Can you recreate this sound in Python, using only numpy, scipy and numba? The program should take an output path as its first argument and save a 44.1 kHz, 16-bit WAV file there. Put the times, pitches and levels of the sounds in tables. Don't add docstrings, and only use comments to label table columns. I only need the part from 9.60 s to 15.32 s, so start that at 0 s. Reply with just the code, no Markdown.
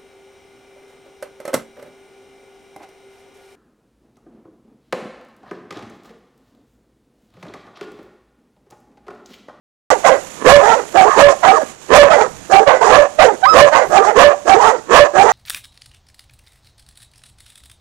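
import sys
import numpy as np
from scipy import signal
from scipy.fft import rfft, irfft, next_fast_len
from scipy.io import wavfile
from scipy.ndimage import uniform_filter1d, map_coordinates
from numba import njit

SR = 44100
rng = np.random.default_rng(int(sys.argv[2]) if len(sys.argv) > 2 else 0)


def gain_from_db(level_db):
    decades = np.asarray(level_db, float) / 20
    return 10 ** decades


def output_pcm(signal):
    pcm = np.clip(np.atleast_2d(signal).T, -1, 1) * 32767
    wavfile.write(sys.argv[1], SR, np.round(pcm).astype(np.int16))


N = 252252


def unit(x):
    return x / np.sqrt(np.mean(x ** 2) + 1e-20)


def along(points, hz):
    f, v = np.transpose(points)
    return np.interp(np.log(hz + 1), np.log(f + 1), v)


def wobble(count, rate):
    knots = rng.standard_normal(int(count * rate / SR) + 4)
    return map_coordinates(knots, [np.arange(count) * rate / SR])


def coloured(x, points, lag=0):
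    m = next_fast_len(N + 8192)
    hz = np.fft.rfftfreq(m, 1 / SR)
    response = gain_from_db(along(points, hz)) * np.exp(-2j * np.pi * hz * lag)
    return irfft(rfft(x, m) * response, m)[..., :N]


def swells(events):
    t = np.arange(N) / SR
    return sum(gain_from_db(db) * np.exp(-((t - s) / spread) ** 2) for s, spread, db in events)


@njit
def resonate(x, hz, width):
    y = np.zeros(len(x))
    r = np.exp(-np.pi * width)
    for i in range(2, len(x)):
        drive = (1 - r * r) / 2 * (x[i] - x[i - 2])
        y[i] = drive + 2 * r * np.cos(2 * np.pi * hz[i]) * y[i - 1] - r * r * y[i - 2]
    return y


def clear_note(pitch, note_db, rasp_db, mouth, turns, strain, width_hz, fall_db):
    count = len(pitch)
    order = np.arange(1, 9)[:, None]
    near = 1 / np.hypot(1, (order * pitch - mouth) / width_hz)
    weight = (near ** 2 + .02) * gain_from_db(fall_db * np.log2(order)) / (1 + (order / 5) ** 4)
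    whistle = .03 * (pitch / 1290) ** 4 / (1 + ((order * pitch - 5200) / 450) ** 4)
    weight = weight + whistle / (1 + gain_from_db(2 * (rasp_db - note_db + 17)))
    weight = weight * gain_from_db(3.5 * np.array([wobble(count, 60) for _ in order]))
    note = np.sum(weight * np.sin(2 * np.pi * order * turns), 0)
    note = note / np.sqrt(np.sum(weight ** 2, 0) / 2)
    return note * gain_from_db(58 * strain * wobble(count, 85.4))


def rough_rasp(mouth, turns, throat):
    count = len(mouth)
    loose = turns / 2 + .15 * wobble(count, 220)
    slaps = np.gradient(np.floor(np.maximum.accumulate(loose))) * gain_from_db(2.28 * wobble(count, 302.6))
    air = rng.standard_normal(count) * (1 + 0.13 * np.cos(2 * np.pi * loose))
    source = unit(slaps) + .5 * unit(air)
    rasp = resonate(resonate(source, mouth / SR, 330 / SR), mouth / SR, 330 / SR)
    for hz, w, db in throat:
        at = np.full(count, hz / SR)
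        rasp = rasp + gain_from_db(db) * resonate(resonate(source, at, w / SR), at, w / SR)
    return rasp, air


def bark(rows, width_hz, throat, jitter, fall_db, air_db):
    s, *cols = np.transpose(rows)
    t = np.arange(s[0], s[-1], 1 / SR)
    pitch, note_db, rasp_db, mouth = [np.interp(t, s, c) for c in cols]
    count = len(t)
    strain = jitter + .04 / (1 + gain_from_db(note_db - rasp_db) ** 2)
    turns = np.cumsum(pitch * (1 + strain * wobble(count, 160))) / SR
    note = clear_note(pitch, note_db, rasp_db, mouth, turns, strain, width_hz, fall_db)
    rasp, air = rough_rasp(mouth, turns, throat)
    gust_db = 2.5 * wobble(count, 26)
    edge = np.clip(np.minimum(t - s[0], s[-1] - t) / 0.006, 0, 1)
    rough = unit(rasp) + gain_from_db(air_db + gust_db) * unit(air)
    return edge * (gain_from_db(note_db) * note + gain_from_db(rasp_db) * rough)


# mouth width/Hz, throat resonances (f/Hz, width/Hz, level/dB), overtone fall/dB per octave,
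# level/dB at the covered port
VOICE_BODIES = [
    (90, [(1026.5, 318, 0.5), (1694, 192, -3), (2497, 290, -13.5)], -3, -2.5),
    (190, [(1150, 310, -3.5), (1621, 157, -4.5), (2410, 220, -26)], 2.5, -5),
    (254, [(1052, 300, -10.5), (1473, 266, -5.5), (1940, 248, -7.5)], 3, -4),
    (340, [(1570, 430, -7), (2260, 420, -44)], -8, -6),
    (405, [(1300, 280, -4), (1885, 230, -6.5)], 3.5, -4),
]
VOICE_JITTER = [.005, .018, .03, .012, .014]
VOICE_AIR = [-20, -17, -17.5, -16.5, -14.5]


def dog(calls, voice):
    width_hz, throat, fall_db, _ = VOICE_BODIES[voice]
    out = np.zeros(N + SR)
    for gesture, barks in calls:
        phase, bend, note_db, rasp_db, mouth = np.transpose(gesture)
        for start, rise, fall, db, hz in barks:
            s = start + rise + phase * np.where(phase < 0, rise, fall)
            rows = np.transpose([s, bend * hz, note_db + db, rasp_db + db, mouth * hz])
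            call = bark(rows, width_hz, throat, VOICE_JITTER[voice], fall_db, VOICE_AIR[voice])
            out[round(s[0] * SR):][:len(call)] += call
    return out[:N]


# phase, pitch/ratio, clear note level/dB, rasp level/dB, mouth/ratio
LOCK_ON_GESTURE = [(-1, .56, -50.5, -38.5, 0.62), (-.68, .7, -21, -10, .7), (-.45, .89, -6.5, -3.5, 0.953),
                   (-.2, .95, -15, -0.5, 1.354), (0, 1.0, -6.5, -2, 1.05), (0.17, 1.0, 0.2, -9, 0.9),
                   (0.539, 1.0, -9, -14.5, 0.99), (.8, 0.94, -19.5, -14.5, 1.04),
                   (1, 1.5, -23, -36.5, 1.24)]
PUFF_GESTURE = [(-1, .95, -60, -27, 1.22), (0, 1.0, -33, -0.1, 0.93), (0.83, 0.99, -60, -21.5, 0.92)]
# t/s, rise/s, fall/s, level/dB, f/Hz. The big dog's full barks:
BIG_BARKS = [
    (.83, .092, 0.12, 1.5, 574),
    (1.555, 0.062, 0.13, -0.5, 575),
    (2.286, .096, 0.13, 2, 576.8),
    (3.272, 0.097, 0.11, -3, 581),
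    (3.905, .105, 0.096, 0.5, 584),
    (4.534, .098, 0.12, -0.8, 582.3),
    (5.279, .114, 0.09, 0.8, 581.4),
]
BIG_CRACKS = [
    (.77, 0.048, 0.063, -26, 318.4),
    (.95, 0.013, 0.02, 0.1, 574.5),
    (1.675, 0.016, .02, -6.5, 571),
    (2.26, 0.025, 0.016, -42, 310),
    (2.42, 0.013, 0.023, -2, 559.5),
    (3.41, 0.016, 0.026, -11, 619.6),
    (5.25, 0.024, 0.016, -35, 313),
]


def big_dog():
    return dog([(LOCK_ON_GESTURE, BIG_BARKS), (PUFF_GESTURE, BIG_CRACKS)], 0)


SINGING_GESTURE = [(-1, 1.0, -31.5, -31.5, 1.13), (-0.52, .94, -18.5, -11.5, 1.64), (0, 1.0, -3.5, -6, 2),
                   (.3, 1.01, -2.5, -9, 1.92), (.5, 1.03, -13, -11.5, 2.02), (.56, 1.15, -12.5, -17.5, 1.2),
                   (0.793, 1.2, -18, -20, 1.3), (0.907, 1.01, -27, -20, 1.5)]
# t/s, rise/s, fall/s, level/dB, f/Hz
SINGER_BARKS = [
    (1.335, 0.041, .14, -2.5, 373.8),
    (1.835, 0.048, 0.088, -2, 387.6),
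    (2.893, 0.046, 0.12, -2, 379.8),
    (4.29, 0.075, .08, -2.5, 383.6),
    (4.851, .059, .105, -1.2, 381.7),
    (5.53, 0.06, 0.094, -1, 384.1),
]


def singing_dog():
    return dog([(SINGING_GESTURE, SINGER_BARKS)], 1)


FALLING_GESTURE = [(-1, 1.0, -30, -38, 1.09), (-0.632, 1.05, -10.5, -10, 1.17), (0, .93, -9.5, -5.5, 1.287),
                   (.2, .86, -10, -9, 0.95), (.4, .73, -15, -24, 0.98), (.55, .69, -15, -39.5, 1.28),
                   (.72, .66, -28.5, -28, 0.53), (0.91, .56, -53, -29, 0.56)]
BLURT_GESTURE = [(-1, 1.02, -39, -41.5, 1.26), (-0.582, 1.1, -9.5, -9.5, 1.304), (0, .95, -14, -7, 1.556),
                 (.3, 1.0, -11.5, -14.5, 1.184), (.55, 0.9, -23.5, -14.5, 1.08),
                 (.72, 0.61, -26.5, -23, 1.22), (1, 1.6, -56, -37, 0.67)]
# t/s, rise/s, fall/s, level/dB, f/Hz
HOARSE_FALLS = [
    (.268, 0.045, .085, -3, 599.3),
    (2.485, 0.054, 0.14, -4, 615.5),
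    (3.58, .05, .14, 1.2, 604),
]
HOARSE_BLURTS = [
    (.431, .045, 0.13, 0, 540),
    (3.057, .045, .115, -0.4, 545),
    (1.822, .03, 0.071, -1.5, 650),
    (3.203, 0.0262, .05, -6, 470),
    (4.105, .06, 0.12, -0.7, 570),
]


def hoarse_dog():
    return dog([(FALLING_GESTURE, HOARSE_FALLS), (BLURT_GESTURE, HOARSE_BLURTS)], 2)


ARCH_GESTURE = [(-1, .9, -25.5, -23.5, 1.59), (-.65, .94, -12.5, -15, 1.85), (-.3, 1.03, -13, -14, 1.6),
                (0, 1.08, -9, -12.5, 1.87), (.25, 1.02, -15.5, -11.5, 1.83), (0.435, 1.3, -23, -23.5, 1.17),
                (.68, 1.04, -20.5, -28.5, 1.09), (1, 0.63, -65.5, -32, 0.8)]
# t/s, rise/s, fall/s, level/dB, f/Hz
LOW_BARKS = [
    (1.012, 0.096, .135, -0.2, 434.4),
    (2.57, 0.043, 0.078, -3.5, 419.4),
    (3.255, 0.047, 0.047, -0.5, 406),
    (4.43, .06, 0.086, -4.5, 389),
    (5.0, 0.068, .135, -0.5, 428.7),
    (5.64, .05, 0.11, -1.5, 427),
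]


def low_hoarse_voice():
    return dog([(ARCH_GESTURE, LOW_BARKS)], 4)


CRY_GESTURE = [(-1, .84, -38, -32.5, 0.72), (-0.644, 0.79, -11.5, -23.5, 0.85), (-.3, .9, -16, -18, 0.98),
               (0, 0.98, -22.5, -15, 0.91), (0.42, 1.0, -14.5, -13, 0.78), (1, 0.71, -35, -16.5, 0.71)]
DROP_GESTURE = [(-1, 1, -38.5, -35.5, .97), (-0.47, 1.0, -15, -31, 0.64), (-0.0084, 1.0, -13.5, -20, 1.0),
                (.4, 0.97, -19, -16, .88), (0.94, 0.642, -22, -18, 0.32)]
YIP_GESTURE = [(-1, .95, -27, -50, 1.05), (0.05, 1.0, -5, -28, 1.9), (.6, 1.05, -9, -19, 2.3),
               (1, 1.08, -24, -26, 1.8)]
BREAK_GESTURE = [(-1, .68, -25, -32, .9), (-.6, .78, -7, -23, 1.28), (0, .98, -9, -32, 0.83),
                 (.5, 1.01, -8.5, -42, 0.9), (.85, 1.0, -12, -34, 0.55), (1, .99, -22, -33, .985)]
# t/s, rise/s, fall/s, level/dB, f/Hz; the next three tables have the same columns
YELP_CRIES = [
    (1.445, .055, 0.082, -1.5, 1231),
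    (3.203, 0.05, 0.038, 0.1, 1190),
    (4.984, 0.05, 0.041, 0.1, 1176),
    (5.65, .045, 0.017, -5, 1198),
]
WHINE_CRIES = [
    (1.901, 0.048, 0.045, -1, 1255),
    (1.935, .07, .04, -8, 637),
    (2.60, .03, .045, -9, 1300),
    (3.845, 0.047, 0.042, -16.5, 559),
    (4.395, .05, .015, -1.5, 1200),
    (1.435, 0.037, 0.024, -1.5, 851),
    (4.325, 0.049, 0.013, -6.5, 1150),
    (5.03, .06, 0.039, -7, 1287),
]
YIP_CRIES = [
    (3.823, 0.015, 0.026, 0.091, 759),
]
SQUEAL_CRIES = [
    (3.846, .029, 0.0764, 0.1, 1278),
]


def yelps():
    return dog([(CRY_GESTURE, YELP_CRIES), (DROP_GESTURE, WHINE_CRIES),
                (YIP_GESTURE, YIP_CRIES), (BREAK_GESTURE, SQUEAL_CRIES)], 3)


# f/Hz, t60/s
YARD_DECAY = [(200, 0.16), (600, 0.35), (2000, 0.22), (8000, 0.5)]


def yard(x):
    hz, t, z = signal.stft(rng.standard_normal((2, SR // 2)), SR, nperseg=256)
    decay = gain_from_db(-60 * t / along(YARD_DECAY, hz)[:, None])
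    tail = signal.istft(z * decay, SR, nperseg=256)[1]
    delayed = np.pad(x, (700, 0))[None]
    return signal.fftconvolve(delayed, tail / np.linalg.norm(tail[0]), axes=1)[:, :N]


# t/s, crunch level/dB
SNOW_LEVEL = [
    (.3, -29),
    (.75, -32),
    (2.1, -32),
    (2.169, -41),
    (2.24, -35),
    (3.75, -35),
    (4.4, -34.5),
    (5.251, -40),
]
# f/Hz, level/dB per Hz
SNOW_COLOUR = [(60, -4.5), (300, 3.5), (1000, -0.5), (3000, -7), (5000, -11.5), (6800, -1.5), (8600, -11.5),
               (14000, -16.5)]


def snow():
    s, db = np.transpose(SNOW_LEVEL)
    grit = rng.standard_normal(N) * gain_from_db(0.29 * wobble(N, 21) + 1.2 * wobble(N, 200))
    return gain_from_db(np.interp(np.arange(N) / SR, s, db)) * unit(coloured(grit, SNOW_COLOUR))


# t/s, spread/s, level/dB
COW_TREADS = [
    (2.76, 0.1, -36.5),
    (5.22, 0.046, -46),
]


def cow():
    thud = coloured(rng.standard_normal(N), [(60, -5), (200, -4), (1000, -53)])
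    return swells(COW_TREADS) * unit(thud)


# t/s, spread/s, level/dB
GLOVE_RUBS = [
    (3.89, 0.065, -40),
    (4.3, 0.039, -35),
]
# f/Hz, level/dB per Hz
GLOVE_HISS = [(40, -8), (130, 0), (350, -10), (600, -18), (1700, -25), (6700, -30), (14400, -25)]


def glove():
    level = gain_from_db(-51.0 + 1.1 * wobble(N, 3.87)) + swells(GLOVE_RUBS)
    return level * unit(coloured(rng.standard_normal(N), GLOVE_HISS))


# f/Hz, level/dB
OPEN_COLOUR = [(60, 7.5), (250, 4), (500, 5.5), (2400, -0.5), (5200, 5.5), (6800, 11), (8500, -1.5),
               (14000, -17.5)]


def open_port(pack, echo):
    return gain_from_db(2) * coloured(pack + gain_from_db(-14.5) * echo, OPEN_COLOUR) + snow() + cow()


# f/Hz, level/dB
GLOVE_COLOUR = [(100, -10.5), (600, -11.5), (1100, -18), (1800, -21.5), (2500, -26.5), (3500, -52)]


def covered_port(dogs, echo):
    muffled = sum(gain_from_db(body[3]) * x for x, body in zip(dogs, VOICE_BODIES))
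    return coloured(muffled + gain_from_db(-14.5) * echo, GLOVE_COLOUR, lag=.00008) + glove()


def scene():
    dogs = [big_dog(), singing_dog(), hoarse_dog(), yelps(), low_hoarse_voice()]
    pack = sum(dogs)
    echo = yard(pack)
    return np.array([covered_port(dogs, echo[0]), open_port(pack, echo[1])])


def thinned(x, mask_db, rise_db, loudness, top_hz=14500):
    hz, _, z = signal.stft(x, SR, nperseg=2048)
    power = np.abs(z) ** 2
    band = np.arange(len(hz)) // 12
    luck = gain_from_db(6 * rng.standard_normal((band[-1] + 1, z.shape[1])))[band]
    limit = luck * gain_from_db(2 * (mask_db + rise_db * hz[:, None] / 10000)) * np.sum(power, 0) ** loudness
    keep = (uniform_filter1d(power, size=3, axis=0) > limit) | (hz[:, None] < 1600)
    grain = rng.standard_normal(z.shape) + 1j * rng.standard_normal(z.shape)
    z = z + gain_from_db(-19) * np.sqrt(np.abs(uniform_filter1d(power, size=16, axis=0))) * grain
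    return signal.istft(z * keep * (hz[:, None] < top_hz), SR, nperseg=2048)[1][:N]


def low_pass(x):
    return signal.sosfilt(signal.butter(12, 20000, fs=SR, output="sos"), x)


def record(dry):
    flat = dry / (1 + np.abs(dry / .975) ** 10) ** (1 / 10)
    left = thinned(flat[0], mask_db=-81, rise_db=3, loudness=.45)
    right = thinned(flat[1], mask_db=-87, rise_db=21.5, loudness=0.26)
    started = np.arange(N) > .303 * SR
    return low_pass(np.clip([left, right], -1, 1) * started)


dry = scene()
out = record(dry)
output_pcm(out)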